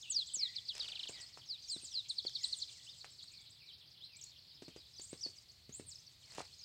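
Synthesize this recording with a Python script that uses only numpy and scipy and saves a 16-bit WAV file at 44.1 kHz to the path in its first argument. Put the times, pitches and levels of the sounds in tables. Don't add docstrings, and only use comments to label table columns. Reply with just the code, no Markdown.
import sys
import numpy as np
from scipy import signal
from scipy.fft import rfft, irfft
from scipy.io import wavfile

SR = 44100
rng = np.random.default_rng(int(sys.argv[2]) if len(sys.argv) > 2 else 0)


def master_out(mix):
    frames = np.transpose(np.atleast_2d(mix))
    ceiling = np.clip(frames, -1, 1)
    pcm = np.round(ceiling * 32767).astype(np.int16)
    wavfile.write(sys.argv[1], SR, pcm)


N = 292824
T = np.arange(N) / SR


def undb(db):
    return 10 ** (np.asarray(db) / 20)


def unit(x):
    return x / np.sqrt(np.mean(x ** 2))


def curve(rows):
    return np.interp(T, *np.transpose(rows))


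def add(track, start_s, sound):
    i = int(np.clip(start_s * SR, 0, N - 1))
    track[i:i + len(sound)] += sound[:N - i]


def colour(x, points):
    hz, db = np.transpose(points)
    bins_hz = np.maximum(np.fft.rfftfreq(len(x), 1 / SR), 1)
    gain = undb(np.interp(np.log(bins_hz), np.log(hz), db))
    return irfft(rfft(x) * gain, len(x))


def resonate(x, hz, width_hz):
    return signal.lfilter(*signal.iirpeak(hz, hz / width_hz, fs=SR), x)


def wander(rate_hz, size):
    steps = np.arange(size) * rate_hz / SR
    return np.interp(steps, np.arange(size // 8), rng.standard_normal(size // 8))


def trees(x, t60, build_s=0.0063, lump_db=8):
    t = T[:SR]
    reflections = rng.standard_normal(SR) * undb(lump_db * np.minimum(rng.standard_normal(SR), 4))
    tail = reflections * undb(-60 * t / t60) * (1 - np.exp(-t / build_s))
    return signal.fftconvolve(x, tail / np.linalg.norm(tail))[:N]


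# (frequency [Hz], gain [dB])
AIR_EQ = [(15, -40), (25, -23.5), (66, -4), (122, 3), (215, -11), (1530, -19), (2360, -10.5), (3440, -6.5),
          (4380, 0.5), (5140, -8), (6380, -41), (8580, -22.5), (9810, -27.5), (11200, -23.5), (15500, -24)]


def countryside(air_db=-65, scoop_db=-3, rumble_db=-76, swell_db=0.5):
    air = unit(colour(rng.standard_normal(N), AIR_EQ)) * undb(air_db)
    air = colour(air, [(1800, 0), (2800, scoop_db), (4800, scoop_db), (6200, 0)])
    rumble = resonate(rng.standard_normal(N), hz=88, width_hz=60)
    rumble = resonate(rumble, hz=88, width_hz=90)
    return air + unit(rumble) * undb(rumble_db + swell_db * wander(2.3, N))


# (evenly spaced pitches [Hz], attack [share of note], release [share of note])
SLUR = ([8830, 6800, 5300, 4360, 3800, 3040], 0.078, 0.088)
SOFT_SLUR = ([7520, 6300, 5380, 4390, 3958, 3250], 0.47, 0.12)
CHIP = ([6180, 4720, 3990, 3402, 2870], 0.39, 0.27)
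CHEEP = ([7560, 5600, 4253, 3774, 3395, 2780], .35, 0.19)
TRILL = ([4620, 3990, 3166, 2910, 2810, 2120], 0.29, 0.11)
UPSWEEP = ([6080, 6830, 7970, 8670, 8750], 0.14, 0.23)
DOWNSWEEP = ([9430, 8850, 8080, 6680, 4460, 3230], 0.23, 0.11)
FLICK = ([5255, 6530, 7530, 8580, 8740], 0.22, 0.048)
DIP = ([4928, 3496, 2952, 2762, 2984, 3576, 5100], 0.15, 0.12)
HOOK = ([4733, 6150, 5780, 4710, 4450, 4416, 4430], 0.12, 0.27)
WARBLE = ([2435, 2133, 1974, 1980, 2120], 0.035, 0.24)
# (pitch [Hz], gain [dB])
FLARE = [(2000, -16), (2800, -16.5), (3300, -10), (3750, -7.5), (4050, -0.5), (4450, 2.5), (4800, -1),
         (5350, -4.5), (6050, -9), (6800, -5), (7500, 2), (8250, -3.5), (9000, -14)]


def whistle(shape, length_s, ratio, db, waver=0.0069, bend=0.011, flutter_db=3.5, octave_db=-39, flare=1):
    path_hz, attack, release = shape
    u = np.linspace(0, 1, int(length_s * SR))
    glide = ratio * np.interp(u, np.linspace(0, 1, len(path_hz)), path_hz)
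    pitch = glide * (1 + waver * wander(400, len(u)) + bend * wander(90.1, len(u)))
    phase = 2 * np.pi * np.cumsum(pitch) / SR
    fades = np.clip(np.minimum(u / attack, (1 - u) / release), 0, 1) ** 2
    envelope = fades * undb(flare * np.interp(pitch, *np.transpose(FLARE)))
    gain = envelope / envelope.max() * undb(db + flutter_db * wander(250, len(u)))
    octave = undb(octave_db) * (pitch < SR / 4) * np.sin(2 * phase)
    return gain * (np.sin(phase) + octave)


def sing(*parts, **voice):
    out = np.zeros(N)
    for shape, notes in parts:
        for start_s, *note in notes:
            add(out, start_s, whistle(shape, *note, **voice))
    return out


def repeat(run, first_db, fade_db, count, swell_db=0, lag_s=0):
    start_s, period_s, length_s, ratio = run
    u = np.linspace(0, 1, count)
    times = start_s + period_s * np.arange(count) + lag_s * u ** 6
    levels = first_db + fade_db * u + swell_db * np.sin(np.pi * u)
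    return [(s, length_s, ratio, db) for s, db in zip(times, levels)]


# (time [s], relative level [dB])
CHORUS_RIDE = [(0.0, -55.5), (0.92, -52.5), (1.35, -58.5), (1.94, -55), (2.48, -51), (2.81, -57),
               (3.88, -60.5), (5.27, -60.5), (5.46, -68), (6.64, -63.5)]


def far_chorus(count=420, gain_db=-1.95, scatter_db=-6, spread_db=9, t60=0.96):
    shapes = [CHIP, DIP, SOFT_SLUR, CHEEP, HOOK, DOWNSWEEP, HOOK, FLICK]
    twitter = np.zeros(N)
    for k, (when, length, pitch, loud) in enumerate(rng.random((count, 4))):
        note = whistle(shapes[k % len(shapes)], .018 + .04 * length, .78 + .42 * pitch, spread_db * loud,
                       bend=0.02176, flutter_db=3, flare=0.35)
        add(twitter, (k + when) / count * N / SR, note)
    blurred = 1.4 * twitter + trees(twitter, t60=.09)
    wet = blurred + undb(scatter_db) * trees(blurred, t60)
    distant = colour(wet, [(1800, -3), (2650, -5.5), (3400, 4), (4300, 3.5), (5200, 5), (6300, -12),
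                           (8300, -17.5), (10000, -24.5)])
    return unit(distant) * undb(curve(CHORUS_RIDE) + gain_db)


# (time [s], relative level [dB])
SIZZLE_RIDE = [(0.0, -63), (1.52, -71.5), (1.83, -60.5), (2.12, -69.5), (2.53, -59.5), (4.01, -89.5),
               (5.27, -62.5), (5.47, -74.5), (6.64, -67.5)]


def sizzle(flicker_db=3, gain_db=-3):
    band_eq = [(4000, -18.5), (6000, -1.5), (8400, -3), (9800, -24), (12000, -39)]
    band = unit(colour(rng.standard_normal(N), band_eq))
    return band * undb(curve(SIZZLE_RIDE) + gain_db + flicker_db * wander(40, N))


# (time [s], length [s], pitch [ratio], level [dB])
FLICKS = [(.008, 0.02, 0.78, -51), (0.256, .026, 0.89, -50), (1.079, 0.022, .96, -48.5),
          (1.09, 0.021, 0.96, -49.5), (1.199, .028, 1, -49.5), (2.081, 0.022, 1, -47),
          (2.86, 0.043, 0.43, -51), (3.992, .073, .48, -49), (4.152, 0.031, 0.97, -56.5),
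          (5.005, 0.038, 0.99, -48), (5.029, 0.028, 0.94, -48.5), (5.063, 0.063, 0.93, -51.5),
          (5.979, .028, 0.73, -54.5)]
DIPS = [(0.015, 0.13, 0.95, -49), (0.274, 0.06, 1.1, -44.5), (3.186, 0.055, 1.17, -48.5),
        (4.208, 0.04, 1.94, -45.5), (5.478, 0.047, 1.55, -57)]
HOOKS = [(0.8, 0.049, 0.99, -45.5), (1.022, .075, .96, -57), (1.128, 0.072, 0.83, -47),
         (1.18, .085, .98, -51), (1.615, .06, 1.02, -51), (4.957, 0.058, 1.02, -46.5),
         (5.206, .066, 1, -34), (6.061, 0.026, 1, -53.5), (6.569, 0.099, 1.09, -54)]
ANSWERS = [(2.25, .085, 1.5, -57), (2.665, 0.052, 0.93, -49), (2.987, 0.051, 1.13, -53.5),
           (3.667, .06, 0.88, -52.5), (4.36, 0.049, 1.2, -57), (5.344, 0.057, 1.4, -55.5),
           (5.934, 0.038, 1.4, -53.5)]
# (time [s], level [dB])
ARCHES = [(1.669, -45.5), (2.404, -46), (5.713, -47)]
# (time [s], period [s], note length [s], pitch [ratio])
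PLUNGE_RUN = (2.70, .126, .083, .93)
FLICK_RUN = (3.218, .09, .032, .99)
FAR_CHIP_RUN = (3.265, .091, .048, 1.04)
DIP_RUN = (6.226, .072, .04, 1.48)


def other_birds(scatter_db=-7, t60=0.25, ground_db=-10, ground_s=.0023, sweep_s=.095, gap_s=.041):
    rises = [(s, sweep_s, 1, db) for s, db in ARCHES]
    plunges = [(s + sweep_s + gap_s, sweep_s, 1, db) for s, db in ARCHES]
    plunge_run = repeat(PLUNGE_RUN, first_db=-59.5, fade_db=-2.5, count=4, lag_s=.01)
    flick_run = repeat(FLICK_RUN, first_db=-59, fade_db=-1.5, count=4)
    chip_run = repeat(FAR_CHIP_RUN, first_db=-53, fade_db=-5, count=4)
    dip_run = repeat(DIP_RUN, first_db=-53.5, fade_db=-2.5, count=6)
    reedy = sing((UPSWEEP, rises), (DOWNSWEEP, plunges + plunge_run), (FLICK, FLICKS + flick_run),
                 (DIP, DIPS + dip_run), (CHIP, ANSWERS + chip_run), octave_db=-28, flare=0.7)
    song = reedy + sing((HOOK, HOOKS))
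    out = song + undb(scatter_db) * trees(song, t60)
    add(out, ground_s, undb(ground_db) * song)
    return out


# (time [s], length [s], pitch [ratio], level [dB])
SLURS = [(0.093, 0.15, 0.99, -29.5), (.33, .16, 1, -32)]
CHEEPS = [(0.546, 0.055, 0.99, -32), (0.673, 0.061, 0.9, -32), (.785, 0.063, 0.92, -32)]
SOFT_SLURS = [(1.443, .13, 0.96, -37.5), (1.636, 0.15, 0.97, -36.5), (1.876, 0.15, 0.97, -33.5)]
# (time [s], period [s], note length [s], pitch [ratio])
TRILL_RUN = (.8367, .0383, .027, 1)
CHIP_RUN = (2.085, .085, .044, 1)
# (delay [s], level [dB])
NEAR_ECHOES = [(.0031, -26), (.0085, -14.5), (0.019, -21)]


def near_bird(scatter_db=-17, t60=0.94, treble_db=-6):
    trill = repeat(TRILL_RUN, first_db=-41.5, fade_db=-1.5, count=7, swell_db=3)
    chips = repeat(CHIP_RUN, first_db=-34.5, fade_db=-0.5, count=7, swell_db=3, lag_s=.013)
    song = sing((SLUR, SLURS), (CHEEP, CHEEPS), (TRILL, trill), (SOFT_SLUR, SOFT_SLURS), (CHIP, chips))
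    tail = colour(trees(song, t60), [(5000, 0), (7000, treble_db)])
    out = song + undb(scatter_db) * tail
    for delay_s, db in NEAR_ECHOES:
        add(out, delay_s, undb(db) * song)
    return out


# (time [s], thud peak [dB], contact pitch [Hz])
BUMPS = [(.368, -55, 283), (1.094, -42, 486), (1.374, -42.5, 1050), (1.763, -44.5, 281),
         (1.833, -55.5, 300), (2.250, -42, 453), (3.045, -36.5, 1950), (4.622, -42.5, 347),
         (4.681, -44, 292), (4.762, -43.5, 372), (4.996, -51.5, 380), (5.130, -36.5, 315),
         (5.263, -43, 387), (5.693, -46, 238), (5.797, -40, 337), (6.383, -31, 770), (6.405, -32.5, 1030)]
# (frequency [Hz], width [Hz], gain [dB])
CASE_MODES = [(145, 59, 16.5), (298, 280, 11.5), (517, 620, 0.5), (1100, 400, -24), (1780, 2500, -8)]
# (frequency [Hz], gain [dB])
SCUFF_EQ = [(60, -1.5), (250, -3), (600, 1), (1300, -2.5), (2500, 3), (4500, -0.5), (8000, -2),
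            (10500, -18.5), (15000, -37)]


def finger_bumps(scuff_s=0.016, scuff_db=-33.5, scuff_growth=0.57, rattle_db=-33, rattle_s=0.019):
    out, t = np.zeros(N), T[:4096]
    for start_s, db, contact_hz in BUMPS:
        rattle = undb(rattle_db) * rng.standard_normal(len(t)) * np.exp(-t / rattle_s)
        force = signal.unit_impulse(len(t)) + rattle
        body = sum(undb(mode_db) * resonate(force, hz, width) for hz, width, mode_db in CASE_MODES)
        softened = signal.sosfilt(signal.butter(2, 2 * contact_hz, fs=SR, output="sos"), body)
        thud = resonate(softened, contact_hz, 0.8 * contact_hz)
        scuff = unit(colour(rng.standard_normal(len(t)), SCUFF_EQ)) * np.exp(-t / scuff_s)
        scuff_gain = undb(scuff_db + scuff_growth * db)
        add(out, start_s, undb(db) * thud / np.abs(thud).max() + scuff_gain * scuff)
    return out


# (time [s], length [s], pitch [ratio], relative level [dB])
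MELLOW_NOTES = [(0.388, 0.14, 1, -59.5), (1.124, .1, .97, -60.5), (2.378, 0.09, 1.01, -64),
                (2.755, .073, 0.98, -67), (3.299, .16, 1.15, -69), (3.599, 0.0736, 1.19, -62.5),
                (4.09, .13, 1.18, -65.5), (6.27, 0.062, .98, -67)]


def mellow_bird(gain_db=-3, scatter_db=-2, t60=0.64):
    song = sing((WARBLE, MELLOW_NOTES), waver=0.032)
    return undb(gain_db) * (song + undb(scatter_db) * trees(song, t60))


def swells(moves, depth_db=20):
    return sum(undb(db - depth_db * np.maximum((peak_s - T) / rise_s, (T - peak_s) / fall_s))
               for peak_s, rise_s, fall_s, db in moves)


# (peak time [s], rise [s], fall [s], level [dB])
SLIDES = [(.75, 0.03, 0.59, -55.5), (1.19, 0.19, 0.099, -63.5), (2.465, 0.061, .04, -62.5),
          (6.39, 0.094, 0.075, -50)]
# (time [s], peak level [dB])
TICKS = [(.753, -40), (.780, -36), (.831, -40), (.887, -38.5), (2.295, -43), (3.241, -46), (4.997, -44.5),
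         (6.350, -39)]
# (frequency [Hz], gain [dB])
TICK_EQ = [(200, -15), (1000, -8), (2500, -2), (4500, 0), (8000, 0), (10000, -20), (15000, -32)]


def finger_rubs(tick_s=0.0019, grain_db=6):
    slips = rng.standard_normal(N) * undb(grain_db * wander(500, N))
    out = unit(colour(slips, SCUFF_EQ)) * swells(SLIDES)
    t = T[:1024]
    for start_s, db in TICKS:
        tick = colour(rng.standard_normal(len(t)), TICK_EQ) * np.exp(-t / tick_s)
        add(out, start_s, undb(db) * tick / np.abs(tick).max())
    return out


# (peak time [s], rise [s], fall [s], level [dB])
FLEXES = [(1.3, 0.45, 2, -78.5), (4.75, 0.35, 2.2, -74), (5.87, 0.22, .11, -61.5), (6.55, .5, 0.66, -77)]


def grip():
    rumble_eq = [(20, -26), (45, -15), (65, 1.5), (140, -9.5), (300, -30), (1000, -47)]
    return unit(colour(rng.standard_normal(N), rumble_eq)) * swells(FLEXES)


def scene(hiss_db=-89):
    birds = near_bird() + other_birds() + mellow_bird() + far_chorus() + sizzle()
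    handling = finger_bumps() + finger_rubs() + grip()
    mid = birds + handling + countryside()
    hiss_eq = [(60, 12.5), (400, 8), (1500, 4), (5000, -21), (9000, 6), (15000, -1.5)]
    side = undb(hiss_db) * unit(colour(rng.standard_normal(N), hiss_eq))
    return np.array([mid + side, mid - side])


def record(dry, top_hz=15750):
    return signal.sosfilt(signal.ellip(8, .2, 70, top_hz, fs=SR, output="sos"), dry)


dry = scene()
out = record(dry)
master_out(out)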